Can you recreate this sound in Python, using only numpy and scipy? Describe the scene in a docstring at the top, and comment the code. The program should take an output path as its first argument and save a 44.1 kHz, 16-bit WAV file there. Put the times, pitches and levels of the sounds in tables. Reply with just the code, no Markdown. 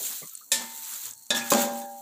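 """A metal spatula turns thick pudding in a large metal pot, close to a small microphone.
Its knocks ring the pot: decaying sine modes plus a clatter of crowded overtones.
Its strokes hiss, rub and rumble: shaped grains and noise, which also keep the pot ringing.
Puffs, ticks and squeaks are resonant noise; fat sizzles (grains) and crackles (few-cycle bursts) faintly."""
import sys
import numpy as np
from scipy import signal
from scipy.fft import rfft, irfft
from scipy.io import wavfile
from scipy.ndimage import uniform_filter1d

SR = 44100
rng = np.random.default_rng(int(sys.argv[2]) if len(sys.argv) > 2 else 0)


def bounce(signal):
    """Save signal as a 16-bit WAV file at the path given by the first command-line argument."""
    frames = np.transpose(np.atleast_2d(signal))
    limited = np.clip(frames, -1, 1)
    pcm = np.round(limited * 32767).astype(np.int16)
    wavfile.write(sys.argv[1], SR, pcm)


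def boost(x):
    """Linear amplitude factor 10**(x/20) for a level x in decibels (scalar or array-like)."""
    u = np.asarray(x, float) / 20
    return 10 ** u


N = 88817


def evened(x):
    """Scales to an rms of one."""
    return x / np.sqrt(np.mean(x ** 2) + 1e-20)


def read(points, hz):
    """Interpolates a table on a log-frequency axis."""
    f, value = np.transpose(points)
    return np.interp(np.log(hz + 1), np.log(f + 1), value)


def add(mix, start_s, sound):
    """Lays a sound into the mix, cut at its end."""
    part = mix[round(start_s * SR):][:len(sound)]
    part += sound[:len(part)]


def coloured(x, points):
    """Weights the spectrum by a table; rms of one."""
    hz = np.fft.rfftfreq(len(x), 1 / SR)
    spectrum = rfft(x) * boost(read(points, hz))
    return evened(irfft(spectrum, len(x)))


def patchy(x):
    """Level wanders in small patches of time and frequency; rms of one."""
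    spread_db = 1.6
    z = signal.stft(x, nperseg=256)[2]
    field = uniform_filter1d(rng.standard_normal(z.shape), size=4, axis=0)  # over frequency
    field = uniform_filter1d(field, size=9, axis=1)  # over time
    varied = signal.istft(z * boost(spread_db * evened(field)), nperseg=256)[1]
    return evened(varied[:len(x)])


def resonate(x, hz, width_hz):
    """One-pole resonance of gain one: shifted to 0 Hz, smoothed, shifted back."""
    turn = np.exp(2j * np.pi * hz * np.arange(len(x)) / SR)
    r = np.exp(-np.pi * width_hz / SR)
    return 2 * (turn * signal.lfilter([1 - r], [1, -r], x / turn)).real


def grains(spread_db):
    """Dense tiny slips as random signed impulses; size varies by spread_db and in clumps."""
    grains_per_s, clump_db = 5000, 0.86
    clumps = evened(uniform_filter1d(rng.standard_normal(N), size=150))
    size = boost(spread_db * np.minimum(rng.exponential(1, N), 5) + clump_db * clumps)
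    struck = rng.random(N) < grains_per_s / SR
    return size * struck * rng.choice([-1., 1.], N)


def sizzle():
    """Steady frying under everything: uneven grains through a fixed spectrum."""
    level_db = -50.5
    # frying spectrum: f/Hz, relative level/dB
    frying = [(18, -63), (30, -30), (308, -18), (693, -43), (1370, -24), (2430, -52), (2700, -24),
              (3510, -67), (4220, -6.5), (5060, -41), (5620, -7), (6750, -5), (7700, -2), (9740, -9.5),
              (13000, -8.5), (14400, -1), (15600, -7)]
    return boost(level_db) * patchy(coloured(grains(3.6), frying))


def pops():
    """Bursting bubbles of fat: a few cycles of rising pitch and a reflection from the pot wall."""
    length_cycles, echo_s, echo_db = 3.04, 0.0022, -2.5
    # crackles: t/s, peak level/dB, starting f/Hz
    crackles = [(0.2564, -28, 8300), (0.2737, -27.5, 7250), (0.2962, -27.5, 7400), (0.3523, -18.5, 8540),
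                (0.375, -27, 7400), (0.9377, -21, 7550), (1.0556, -21.5, 7500), (1.1101, -23, 6900),
                (1.1353, -26.5, 7250), (1.1494, -38, 6540), (1.1782, -36, 7800), (1.2234, -35, 7300),
                (1.2667, -33, 6940), (1.4908, -24, 7900), (1.7459, -31, 7270), (1.7644, -51, 7230),
                (1.7894, -26.5, 9700), (1.801, -28, 7600)]
    out, t = np.zeros(N), np.arange(400) / SR
    for start_s, db, hz in crackles:
        u = t * hz / length_cycles
        envelope = np.e * 3 * u * np.exp(-3 * u)  # peak 1 at u = 1/3
        pop = boost(db) * envelope * np.sin(2 * np.pi * hz * t * (1 + 0.033 * u))
        add(out, start_s, pop)
        add(out, start_s + echo_s, boost(echo_db) * pop)
    return out


def plops():
    """Puffs, ticks and squeaks of blade and lumps, two thin hisses: noise twice through one resonance."""
    attack_s = 0.00098
    # narrow-band bursts: t/s, level/dB, f/Hz, width of each resonance/Hz, length/s
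    bursts = [(.001, -47.5, 417, 395, .07), (.215, -49.5, 445, 277.8, .05), (.22, -50, 182, 123, 0.053),
              (.222, -52.5, 2100, 303, 0.049), (.226, -53, 1130, 150, .08), (.239, -44, 13500, 4000, .006),
              (.315, -64, 1290, 120, .09), (0.333, -39, 13900, 3000, 0.012), (.345, -59.5, 4290, 288, 0.18),
              (.409, -54, 1290, 130, .04), (0.529, -65, 91, 80, 0.18), (.93, -78, 560, 148, 0.02),
              (1.04, -66.5, 106, 46.3, 0.24), (1.05, -58, 397, 170, 0.057), (1.16, -63, 4320, 345, 0.43),
              (1.32, -51, 135, 60, 0.19), (1.352, -33, 3435, 199, 0.043), (1.375, -32, 5570, 200, .02),
              (1.405, -36.5, 2477, 118, 0.052), (1.735, -34.5, 13500, 4000, 0.0068),
              (1.815, -51.5, 1634, 140, .12)]
    out, t = np.zeros(N), np.arange(16000) / SR
    for start_s, db, hz, width_hz, length_s in bursts:
        noise = rng.standard_normal(len(t))
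        puff = evened(resonate(resonate(noise, hz, width_hz), hz, width_hz))
        envelope = np.minimum(t / attack_s, 1) * np.exp(-2.5 * (t / length_s) ** 2)
        add(out, start_s, boost(db) * envelope * puff)
    return out


def ring(place):
    """Clear pot modes after one blow: decaying sines; the higher ones start in either direction."""
    swing_up_cycles, sign_above_hz = 1, 1300
    # mode frequencies: f/Hz
    hz = np.array([237, 262, 354, 452, 552, 576, 798, 823, 899, 974, 1050, 1114, 1220, 1410, 1597, 1675,
                   1745, 1782, 1874, 2079, 2331, 2522, 3435, 3611, 3741, 3920, 4134, 4511, 4953, 5410, 5590,
                   6062, 6245, 6713, 6907, 7349, 7500, 8990, 9925])
    # same modes: t60/s, then level/dB when struck at place 0, 1, 2
    modes = np.array([(0.81, -49, -34.5, -23), (0.32, -65, -37.5, -30), (0.59, -61, -48, -29.5),
                      (0.36, -53, -61, -32), (0.078, -31.5, -44.5, -14), (0.97, -54, -38, -23.5),
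                      (2.05, -58.5, -42.5, -28), (0.35, -71, -67, -26), (1.49, -44, -41, -43),
                      (1.1, -50, -44, -41.5), (0.05, -37, -47, -12), (0.2, -76, -43, -25.5),
                      (0.23, -67, -42.5, -27), (0.98, -62, -42.5, -44.5), (0.56, -83, -88, -33.5),
                      (0.55, -60, -30.5, -60), (0.39, -40, -34, -47), (0.44, -34, -34.5, -66),
                      (0.6, -51, -64.5, -65), (0.9, -47, -48, -66), (0.41, -40.5, -73, -46),
                      (0.084, -28, -27.5, -27.5), (0.38, -36.5, -32, -56), (0.1, -27, -20, -55),
                      (0.086, -29, -28, -58), (0.19, -30.5, -26.5, -62), (0.48, -41, -48, -53),
                      (0.61, -43, -40, -40), (0.087, -29.5, -31, -32), (0.17, -64, -39, -47),
                      (0.12, -55, -29, -50), (0.22, -54, -81, -29.5), (0.34, -58, -39, -53),
                      (0.077, -27, -25.5, -25), (0.31, -43, -37, -30), (0.24, -28, -50, -45),
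                      (0.082, -23, -30, -24), (0.093, -26.5, -60, -53), (0.12, -28, -36, -42)])
    t = np.arange(SR * 3 // 2)[:, None] / SR
    sign = np.where(hz > sign_above_hz, rng.choice([-1., 1.], len(hz)), 1)
    swing = (1 - np.exp(-t * hz / swing_up_cycles)) * sign
    decay = boost(modes[:, 1 + place] - 60 * t / modes[:, 0])
    return (decay * swing * np.sin(2 * np.pi * hz * t)).sum(1)


def stroke():
    """Sticky hiss of the pudding, rub and rumble of the blade; rub and rumble keep the pot ringing."""
    rub_ring_db, rumble_ring_db = -13.5, -5
    smother_t60_s = 0.35  # the pudding under the blade shortens the ring
    # stroke levels: t/s, hiss level/dB, level of the rub carried by the pot/dB, low rumble level/dB
    course = [(0, -33, -72, -58.5), (.07, -28.5, -58, -58.5), (0.122, -33, -43, -55.5),
              (.19, -35, -62, -71), (.22, -41.5, -65, -68), (.3, -46, -102, -85), (0.391, -51, -89, -80),
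              (.51, -67, -69, -69), (0.618, -40, -42, -43.5), (.69, -42.5, -52, -68.5),
              (0.778, -38, -56.5, -62), (.86, -37, -52.5, -75), (0.949, -34.5, -48, -63),
              (.99, -37, -53.5, -74), (1.07, -34.5, -48.5, -66), (1.12, -45.5, -57, -71),
              (1.16, -68, -74.5, -82), (1.3, -63.5, -71, -75.5), (1.335, -48, -50, -38),
              (1.372, -26.5, -32.5, -70), (1.4, -45, -33.5, -54), (1.44, -40.5, -45, -50.5),
              (1.48, -37.5, -40.5, -65), (1.501, -41, -47, -61), (1.503, -17, -47, -57),
              (1.511, -20, -44, -58), (1.53, -27, -33, -32), (1.57, -33, -30, -32.5),
              (1.62, -24.5, -31, -38.5), (1.64, -32.5, -34, -34), (1.7, -45.5, -43.5, -40),
              (1.78, -39.5, -52, -49.5), (1.83, -46.5, -56, -49), (1.87, -54, -71, -61.5),
              (2.01, -53, -66, -69)]
    # spectra of hiss, rub and rumble, each: f/Hz, relative level/dB
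    hiss_shape = [(200, -70), (880, -30), (1500, -15.5), (2050, -17), (2470, -14), (4080, -6),
                  (5160, -12.5), (6400, -3), (7480, 2), (8410, -4.5), (10200, -7), (11700, -8),
                  (14300, 0.5), (15600, -5)]
    rub_shape = [(350, -59), (700, -21), (900, -4.5), (1260, 0), (1650, -2), (2940, -6.5), (3600, -3),
                 (5000, -8), (7500, -1), (9500, -13.5), (13000, -27)]
    rumble_shape = [(20, -70), (60, -35), (150, -16), (240, 3.5), (350, -9.5), (560, -6.5), (800, -6),
                    (1200, -12), (1700, -27), (2600, -80)]
    s, *dbs = np.transpose(course)
    levels = [boost(np.interp(np.arange(N) / SR, s, db)) for db in dbs]
    drives = grains(0), evened(grains(0)), rng.standard_normal(N)
    out = np.zeros(N)
    for level, drive, shape in zip(levels, drives, (hiss_shape, rub_shape, rumble_shape)):
        out += level * patchy(coloured(drive, shape))
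    smother = boost(-60 * np.arange(SR // 2) / SR / smother_t60_s)
    # layer 1 (rub) rings the pot at place 1, layer 2 (rumble) at place 2
    for place, db in ((1, rub_ring_db), (2, rumble_ring_db)):
        body = ring(place)[:SR // 2] * smother
        body = body / np.linalg.norm(body)
        out += boost(db) * signal.fftconvolve(levels[place] * drives[place], body)[:N]
    return out


def thud():
    """Push of the flat blade as it lands: one and a half cycles under a sin-squared window."""
    start_s, level_db, hz, cycles = 1.5181, -12, 760, 1.5
    out, u = np.zeros(N), np.arange(0, cycles, hz / SR)
    add(out, start_s, boost(level_db) * np.sin(np.pi * u / cycles) ** 2 * np.sin(2 * np.pi * u))
    return out


def clatter(hz, t60_s, tilt_db):
    """Crowded decaying overtones of chance strength and phase; tilt_db per octave about 3 kHz."""
    rise_s = 0.0004
    # strength of the dense overtones: f/Hz, relative level/dB
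    strength = [(88, -46), (150, -8.5), (437, -19), (585, -0.5), (738, -19), (1570, -4), (1770, 0),
                (2070, -7), (2420, -5), (3490, 7), (4860, 3.5), (7450, 9), (15600, -4.5)]
    t = np.arange(SR // 4, dtype=np.float32)[:, None] / SR
    size = rng.standard_normal(len(hz)) * boost(read(strength, hz) + tilt_db * np.log2(hz / 3000))
    phase = (2 * np.pi * (hz * t + rng.random(len(hz)))).astype(np.float32)
    decay = np.exp((-np.log(1000) * t / t60_s).astype(np.float32))
    tail = (decay * np.sin(phase)) @ (size / np.linalg.norm(size))
    fade = np.cos(2 * np.pi * t[:, 0])  # reaches zero at 0.25 s
    return np.sqrt(2) * tail * np.minimum(t[:, 0] / rise_s, 1) * fade


def knocks():
    """Spatula against pot: each blow starts the clear modes and the dense clatter."""
    overtones, t60_spread_db = 1100, 1.5
    # blows: t/s, gain of clear modes/dB, clatter level/dB, clatter tilt/(dB/octave),
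    # clatter t60 as share of the free t60 [1], place struck [0-2]
    blows = [(.5175, 2.35, -20, 0.5, 1.88, 0), (1.3043, 1.2, -22, -4.5, 0.53, 1),
             (1.347, -9.5, -30, -4.5, 1.3, 1), (1.5180, 0.46, -24, -8.5, 0.95, 2),
             (1.5355, -18.5, -13.5, 1, 0.079, 2), (1.816, -33, -53, -1, 0.17, 1)]
    # free decay of the clatter: f/Hz, t60/s
    free_decay = [(200, 0.67), (1000, 0.25), (3000, 0.22), (7000, 0.17), (15000, 0.11)]
    out = np.zeros(N)
    hz = 200 + 15500 * (np.arange(overtones) + rng.random(overtones)) / overtones
    t60_s = read(free_decay, hz) * boost(t60_spread_db * rng.standard_normal(overtones))
    for start_s, ring_db, clatter_db, tilt_db, free_share, place in blows:
        add(out, start_s, boost(ring_db) * ring(place))
        add(out, start_s, boost(clatter_db) * clatter(hz, free_share * t60_s, tilt_db))
    return out


def scene():
    """All sources, one microphone."""
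    return (knocks() + thud() + stroke() + sizzle() + pops() + plops())[None]


def band_limit(x):
    """A steep low-pass at the top of the band."""
    return signal.sosfilt(signal.butter(12, 16800, fs=SR, output="sos"), x)


def record(dry):
    """Small microphone without deep bass, then a band limit."""
    bass_cut_hz, edge_hz = 76, 15520
    high_pass = signal.butter(2, bass_cut_hz, "high", fs=SR, output="sos")
    thin = signal.sosfilt(high_pass, dry)
    low_pass = signal.firwin(601, edge_hz, window=("kaiser", 7), fs=SR)
    mix = signal.oaconvolve(thin, low_pass[None], "same")
    return band_limit(mix)


dry = scene()
out = record(dry)
bounce(out)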